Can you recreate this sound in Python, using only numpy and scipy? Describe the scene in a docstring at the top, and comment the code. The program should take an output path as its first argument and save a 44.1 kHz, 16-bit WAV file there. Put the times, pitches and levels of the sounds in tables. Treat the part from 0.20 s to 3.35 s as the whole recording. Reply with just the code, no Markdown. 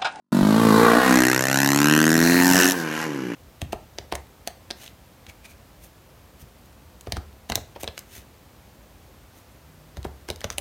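"""The dull throb of a single-cylinder dirt bike comes up from behind and turns to a hard rasp as it passes
close by and its silencer points back. Each firing radiates a pressure pulse and a puff of gas noise.
The bike accelerates up a jump ramp, tyres whining and ramp drumming, and takes off; in the air the
throttle shuts, is blipped once, and the engine runs down. Ground, ramp and trees reflect the sound."""
import sys
import numpy as np
from scipy import signal
from scipy.fft import rfft, irfft, next_fast_len
from scipy.io import wavfile

SR = 44100
rng = np.random.default_rng(int(sys.argv[2]) if len(sys.argv) > 2 else 0)


def generate_wav(sig):
    """Save sig (samples, or channels by samples) to the path in sys.argv[1] as 16-bit PCM at SR."""
    pcm = np.round(np.clip(np.atleast_2d(sig).T, -1, 1) * 32767).astype(np.int16)
    wavfile.write(sys.argv[1], SR, pcm)


N = 138915
TIME = np.arange(N) / SR
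PASS_S = .89  # closest approach


def from_db(db):
    """Amplitude ratio of a level in decibels."""
    return 10 ** (np.asarray(db) / 20)


def curve(rows):
    """Linear interpolation of (time [s], value) rows."""
    return np.interp(TIME, *np.transpose(rows))


def swells(rows):
    """Sum of Gaussian envelopes from (time [s], standard deviation [s], level [dB]) rows."""
    return sum(from_db(db) * np.exp(-.5 * ((TIME - s) / sigma) ** 2) for s, sigma, db in rows)


def rms_one(x):
    """Normalisation to unit mean power."""
    return x / np.sqrt(np.mean(x ** 2) + 1e-20)


def evened(x, size=2600):
    """Division by the running RMS holds the power near one over a few firings."""
    window = np.hanning(size)
    power = signal.fftconvolve(x ** 2, window, "same") / signal.fftconvolve(np.ones(N), window, "same")
    return x / np.sqrt(np.maximum(power, 1e-14))


def delayed(x, lag_s):
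    """Time-varying propagation delay."""
    return np.interp(TIME - lag_s, TIME, x)


def cut(x, hz, kind, order=1):
    """Butterworth low- or high-pass filter."""
    return signal.sosfilt(signal.butter(order, hz, kind, fs=SR, output="sos"), x)


def resonance(x, hz, width_hz):
    """Two-pole resonator with unit gain at its centre."""
    r = np.exp(-np.pi * width_hz / SR)
    gain = (1 - r * r) / 2
    return signal.lfilter([gain, 0, -gain], [1, -2 * r * np.cos(2 * np.pi * hz / SR), r * r], x)


def colour(x, spectrum, size=8192):
    """Minimum-phase filtering by (frequency [Hz], relative level [dB]) rows, scaled to unit power."""
    hz, db = np.transpose(spectrum)
    grid_hz = np.maximum(np.fft.rfftfreq(size, 1 / SR), 1)
    gain = from_db(np.interp(np.log(grid_hz), np.log(hz), db))
    cepstrum = irfft(np.log(gain))
    cepstrum[1:size // 2] *= 2  # folding the cepstrum makes the filter causal
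    cepstrum[size // 2 + 1:] = 0
    impulse_response = irfft(np.exp(rfft(cepstrum)))
    return rms_one(signal.fftconvolve(x, impulse_response)[:N])


def split(x, order=12):
    """Complementary filters give four bands that sum to x."""
    # band edges: (frequency [Hz])
    crossovers = [400, 1200, 3300]
    size = next_fast_len(N + SR // 10)
    hz, spectrum = np.fft.rfftfreq(size, 1 / SR), rfft(x, size)
    below = [irfft(spectrum / (1 + (hz / edge) ** order), size)[:N] for edge in crossovers]
    return np.diff([np.zeros(N), *below, x], axis=0)


def buffets(top_hz=130):
    """Pressure fluctuations of air buffeting the microphone make brief low thumps."""
    # buffets of air: (time [s], standard deviation [s], level [dB])
    thumps = [(.236, 0.01, -23.5), (.99, 0.029, -40), (2.79, 0.013, -50)]
    return swells(thumps) * evened(cut(rng.standard_normal(N), top_hz, "low", order=2))


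def trees(x, relative_db=-22, t60_s=.6, delay_s=.04, top_hz=2500):
    """Diffuse reflection from a line of trees returns a dull, exponentially decaying echo."""
    t = TIME[:SR]
    decay = from_db(-60 * t / t60_s) * (t > delay_s)
    impulse_response = cut(rng.standard_normal(SR) * decay, top_hz, "low", order=2)
    echo = rms_one(signal.fftconvolve(x, impulse_response)[:N])
    return from_db(relative_db) * np.std(x) * echo


def tyres():
    """Rolling contact of knobbly tyres: a broadband rumble on the dirt, a high whine on the ramp."""
    # rumble and whine envelopes: (time [s], level [dB])
    rumble_level = [(.12, -43), (.7, -39), (1.2, -44), (2.0, -39), (2.45, -39), (2.56, -56)]
    whine_level = [(2.01, -70), (2.035, -28.5), (2.15, -28.5), (2.22, -34), (2.28, -44), (2.4, -75)]
    # their spectra: (frequency [Hz], relative level [dB])
    rumble_spectrum = [(25, -8), (80, 0), (300, -6), (1000, -13), (4000, -29), (16000, -48)]
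    whine_spectrum = [(1000, -28), (3450, -26), (3900, -3), (4200, 4), (4750, -12), (6200, -7), (9300, -17),
                      (12500, -10), (16000, -26)]
    rumble = from_db(curve(rumble_level)) * colour(rng.standard_normal(N), rumble_spectrum)
    whine = from_db(curve(whine_level)) * colour(rng.standard_normal(N), whine_spectrum)
    return rumble + whine


def ramp_drumming():
    """Forced vibration: the ramp drums as the wheels load it."""
    # wheel loads: (time [s], standard deviation [s], level [dB])
    loads = [(2.13, 0.13, -29), (2.29, 0.034, -53), (2.39, 0.12, -27.5)]
    # response of the ramp: (frequency [Hz], relative level [dB])
    spectrum = [(25, -18), (55, -8), (100, -1), (200, 12), (450, -1), (900, 4.5), (3000, -8.5)]
    return swells(loads) * colour(rng.standard_normal(N), spectrum)


def scatter(x, db, spread_s, low_hz=480, high_hz=2600, drift_s_per_s=.001195, count=6):
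    """Interference with drifting reflections from nearby surfaces swells the middle harmonics unevenly."""
    mids = cut(cut(x, low_hz, "high", order=2), high_hz, "low", order=2)
    for offset, slope, polarity in rng.uniform(-.996, 1, (count, 3)):
        lag_s = np.abs(spread_s * (1 + offset) / 2 + drift_s_per_s * slope * (TIME - PASS_S))
        x = x + from_db(db) * np.sign(polarity) * delayed(mids, lag_s)
    return x


def ground(x, reflection, dull_hz=12000, fade_m=13):
    """Comb filtering: the bounce off the dirt interferes with the direct sound, lagging most up close."""
    passing_m_per_s, acceleration_m_per_s2, sound_m_per_s = 10.2, 5, 343
    closest_m, pipe_height_m, ear_height_m = .9, .786, 1.621
    since_s = TIME - PASS_S
    along_m = passing_m_per_s * since_s + acceleration_m_per_s2 * since_s ** 2 / 2
    distance_m = np.hypot(closest_m, along_m)
    direct_m = np.hypot(distance_m, ear_height_m - pipe_height_m)
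    bounced_m = np.hypot(distance_m, ear_height_m + pipe_height_m)
    bounce = delayed(cut(x, dull_hz, "low"), (bounced_m - direct_m) / sound_m_per_s)
    return x + reflection / np.hypot(1, distance_m / fade_m) * bounce


def ramp_echo(x, ring_db=15):
    """Reflection off the ramp adds a second, ringing crack that lags more as the bike rises."""
    # echo path: (time [s], lag [s], gain [ratio])
    path = [(2.22, .001, 0), (2.33, .0014, .4), (2.41, .0022, .8), (2.46, .0028, .45), (2.53, .0035, 0)]
    times, lags, gains = np.transpose(path)
    echo = x + from_db(ring_db) * resonance(x, hz=1620, width_hz=620)
    return x + np.interp(TIME, times, gains) * delayed(echo, np.interp(TIME, times, lags))


def brief_tones(x):
    """Band-pass emphasis: narrow bands of the engine sound swell briefly, one rising and one falling."""
    # bands: (time [s], standard deviation [s], frequency [Hz], glide [Hz/s], width [Hz], gain [dB])
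    bands = [(0.615, 0.13, 435, 6, 69.2, 7.5), (0.777, 0.016, 305, 0, 90, 17),
             (0.778, 0.027, 607, 0, 250, 7), (1.697, 0.11, 3030, 3502, 500, 3),
             (2.262, .045, 890, 0, 130, 15), (2.6, 0.053, 1560, -1500, 110, 15),
             (2.775, 0.018, 1340, 0, 300, -2), (2.842, 0.017, 830, 3, 100, 8)]
    out = x
    for s, sigma, hz, glide, width, db in bands:
        carrier = np.exp(2j * np.pi * np.cumsum(hz + glide * (TIME - s)) / SR)
        r = np.exp(-np.pi * width / SR)
        baseband = signal.lfilter([1 - r], [1, -r], x / carrier)
        out = out + swells([(s, sigma, db)]) * 2 * np.real(carrier * baseband)
    return out


def firings(first_s=.1264, jitter_s=.00005, spread_db=1):
    """A quasi-periodic impulse train, one click per engine cycle, and the time since the last click."""
    # engine speed: (time [s], firing rate [Hz])
    firing_rate = [(0.12, 48.02), (0.2, 47.5), (0.24, 51.53), (0.3, 53.08), (0.42, 57.46), (0.51, 53.08),
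                   (0.64, 59.21), (0.73, 56.92), (0.83, 65.2), (0.98, 62.69), (1.14, 63.78), (1.27, 66.52),
                   (1.42, 68.66), (1.55, 70.53), (1.75, 76.42), (2.0, 82.32), (2.12, 86.72), (2.36, 91.96),
                   (2.44, 90.5), (2.52, 92.74), (2.6, 83.48), (2.69, 76.51), (2.84, 80.49), (3.02, 63.8),
                   (3.15, 56.25)]
    cycles = np.cumsum(curve(firing_rate)) / SR
    cycles -= np.interp(first_s, TIME, cycles)
    times = np.interp(np.arange(np.ceil(cycles[0]), cycles[-1]), cycles, TIME)
    timing, strength = rng.standard_normal((len(times), 2)).T
    samples = np.round((times + jitter_s * timing) * SR).astype(int)
    clicks = np.zeros(N)
    clicks[np.clip(samples, 0, N - 1)] = from_db(spread_db * strength)
    last_firing_s = np.maximum.accumulate(np.where(clicks > 0, TIME, 0))
    return clicks, TIME - last_firing_s


def pulses_and_gas(clicks, age, spectrum, rough_hz, puff_s, puff_db, hiss_db):
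    """Source and filter: pressure pulses below rough_hz, puffs of gas and a steady hiss above it."""
    puffs = rms_one(rng.standard_normal(N) * np.exp(-age / puff_s))
    gas = from_db(puff_db) * puffs + from_db(hiss_db) * rng.standard_normal(N)
    source = cut(rms_one(clicks), rough_hz, "low") + cut(gas, rough_hz, "high")
    return colour(source, spectrum)


def cracks(clicks, age, spit_s=.0014, tail_s=.012, tail_db=-9, gas_hz=1600):
    """Under throttle each firing leaves the silencer as a shock, with a spit of gas and a rasping tail."""
    # one firing from behind: (frequency [Hz], relative level [dB])
    spectrum = [(60, -53), (92, -20.5), (125, 4.5), (210, 3), (285, 13.5), (360, 4), (460, -6), (660, -5),
                (850, -7.5), (1200, -10.5), (1550, -1.5), (1850, -1), (2200, -14.5), (2700, -10),
                (3400, -27.5), (4100, -21.5), (4700, -27.5), (5600, -20.5), (7000, -22), (9500, -31.5),
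                (12000, -25), (13600, -29.5), (16000, -54.5)]
    spit = rms_one(rng.standard_normal(N) * np.exp(-age / spit_s))
    tail = rms_one(rng.standard_normal(N) * np.exp(-age / tail_s))
    gas = cut(spit + from_db(tail_db) * tail, gas_hz, "high")
    return colour(rms_one(clicks) + gas, spectrum)


def band_envelopes(x):
    """Amplitude modulation: each of four engine bands is evened out, then swells and dips on its own."""
    # band envelopes: (time [s], level [dB])
    bass = [(0.13, -17.5), (0.29, -15.5), (0.42, -17), (0.48, -14), (0.63, -17.5), (0.68, -20.5),
            (0.78, -17.5), (0.83, -28.5), (0.9, -16), (0.98, -16.5), (1.19, -28), (1.26, -29),
            (1.41, -22.5), (1.73, -17), (1.83, -18.5), (2.31, -16), (2.43, -22.5), (2.45, -17),
            (2.49, -22.5), (2.53, -29), (2.68, -30), (2.71, -31), (2.84, -35), (2.87, -29), (3.13, -29),
            (3.15, -35)]
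    low_mids = [(.13, -30.5), (.3, -26), (.54, -19), (.66, -14.5), (.78, -19), (.92, -22), (1.101, -28.5),
                (1.7, -27), (2.12, -28.5), (2.298, -25.5), (2.4, -25), (2.56, -36), (2.7, -37.5),
                (2.85, -34), (2.88, -38.5), (3.08, -47), (3.12, -40), (3.15, -48)]
    high_mids = [(0.13, -43), (0.15, -41), (0.55, -30.5), (0.65, -24), (1.11, -22), (1.21, -27),
                 (1.43, -23.5), (1.56, -28), (1.7, -21.5), (2.04, -24.5), (2.2, -22.5), (2.33, -24.5),
                 (2.38, -20), (2.43, -19), (2.55, -33), (2.69, -32.5), (2.71, -32), (2.85, -30.5),
                 (2.87, -39.5), (3.11, -41), (3.122, -38), (3.15, -42)]
    treble = [(0.13, -39), (0.58, -29.5), (0.81, -31.5), (0.98, -25), (1.3, -29), (1.35, -25), (1.64, -25),
              (2.03, -26.5), (2.05, -28), (2.18, -32.5), (2.25, -23.5), (2.41, -20), (2.522, -24),
              (2.541, -44.5), (2.6, -36.5), (2.65, -43.5), (2.83, -37), (2.89, -46.5), (3.15, -51.5)]
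    levels = (bass, low_mids, high_mids, treble)
    return sum(evened(band) * from_db(curve(level)) for band, level in zip(split(x), levels))


def engine(turn_s=.93, turn_width_s=.12):
    """Directivity: the bike is dull from the front, rasping from behind; a shut throttle only putters."""
    # one firing from the front, and with the throttle shut: (frequency [Hz], relative level [dB])
    front_spectrum = [(50, -98), (110, -7), (165, -3), (215, 8), (275, -0.5), (340, -4), (400, -10),
                      (460, -8), (540, -11.5), (680, -10), (830, -13), (1120, -10.5), (1400, -2.5),
                      (1850, -4), (2500, -14), (3500, -25), (4200, -25.5), (5000, -31), (9500, -34.5),
                      (12000, -33), (16000, -45)]
    overrun_spectrum = [(60, -61), (115, -11), (170, 2), (215, -7), (280, 6), (350, 2), (460, 3),
                        (680, -0.5), (880, 1.5), (1250, -9.5), (1600, -8.5), (2100, -14), (2900, -15.5),
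                        (3500, -25.5), (6200, -21.5), (9000, -34), (12000, -27.5), (16000, -53)]
    # throttle: (time [s], opening [0-1])
    opening = [(2.515, 1), (2.54, .15), (2.69, 0), (2.70, .4), (2.855, .4), (2.865, 0)]
    clicks, age = firings()
    front = pulses_and_gas(clicks, age, front_spectrum,
                           rough_hz=1580, puff_s=.013, puff_db=.5, hiss_db=-5)
    overrun = pulses_and_gas(clicks, age, overrun_spectrum,
                             rough_hz=1870, puff_s=.0072, puff_db=4.5, hiss_db=1)
    front = scatter(ground(front, reflection=.21), db=-8, spread_s=.00499)
    rasp = ground(cracks(clicks, age), reflection=.6)
    rasp = scatter(ramp_echo(rasp), db=-19, spread_s=.008)
    overrun = scatter(overrun, db=-10, spread_s=.009)
    throttle = curve(opening)
    behind = throttle * rasp + (1 - throttle) * overrun
    passed = .5 + .5 * np.tanh((TIME - turn_s) / turn_width_s)
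    return band_envelopes(brief_tones((1 - passed) * front + passed * behind))


def scene():
    """Superposition of engine, tree echo, tyres, ramp and air in one channel."""
    bike = engine()
    return (bike + trees(bike) + tyres() + ramp_drumming() + buffets())[None]


def record(dry, start_s=.12, muted_db=-62, ceiling=.76, top_hz=16100):
    """A gate opens at start_s, soft saturation rounds the peaks and a steep low-pass cuts the top."""
    gated = dry * np.where(TIME < start_s, from_db(muted_db), 1)
    rounded = gated / (1 + (gated / ceiling) ** 4) ** (1 / 4)
    return signal.sosfilt(signal.ellip(10, .1, 80, top_hz, fs=SR, output="sos"), rounded)


dry = scene()
out = record(dry)
generate_wav(out)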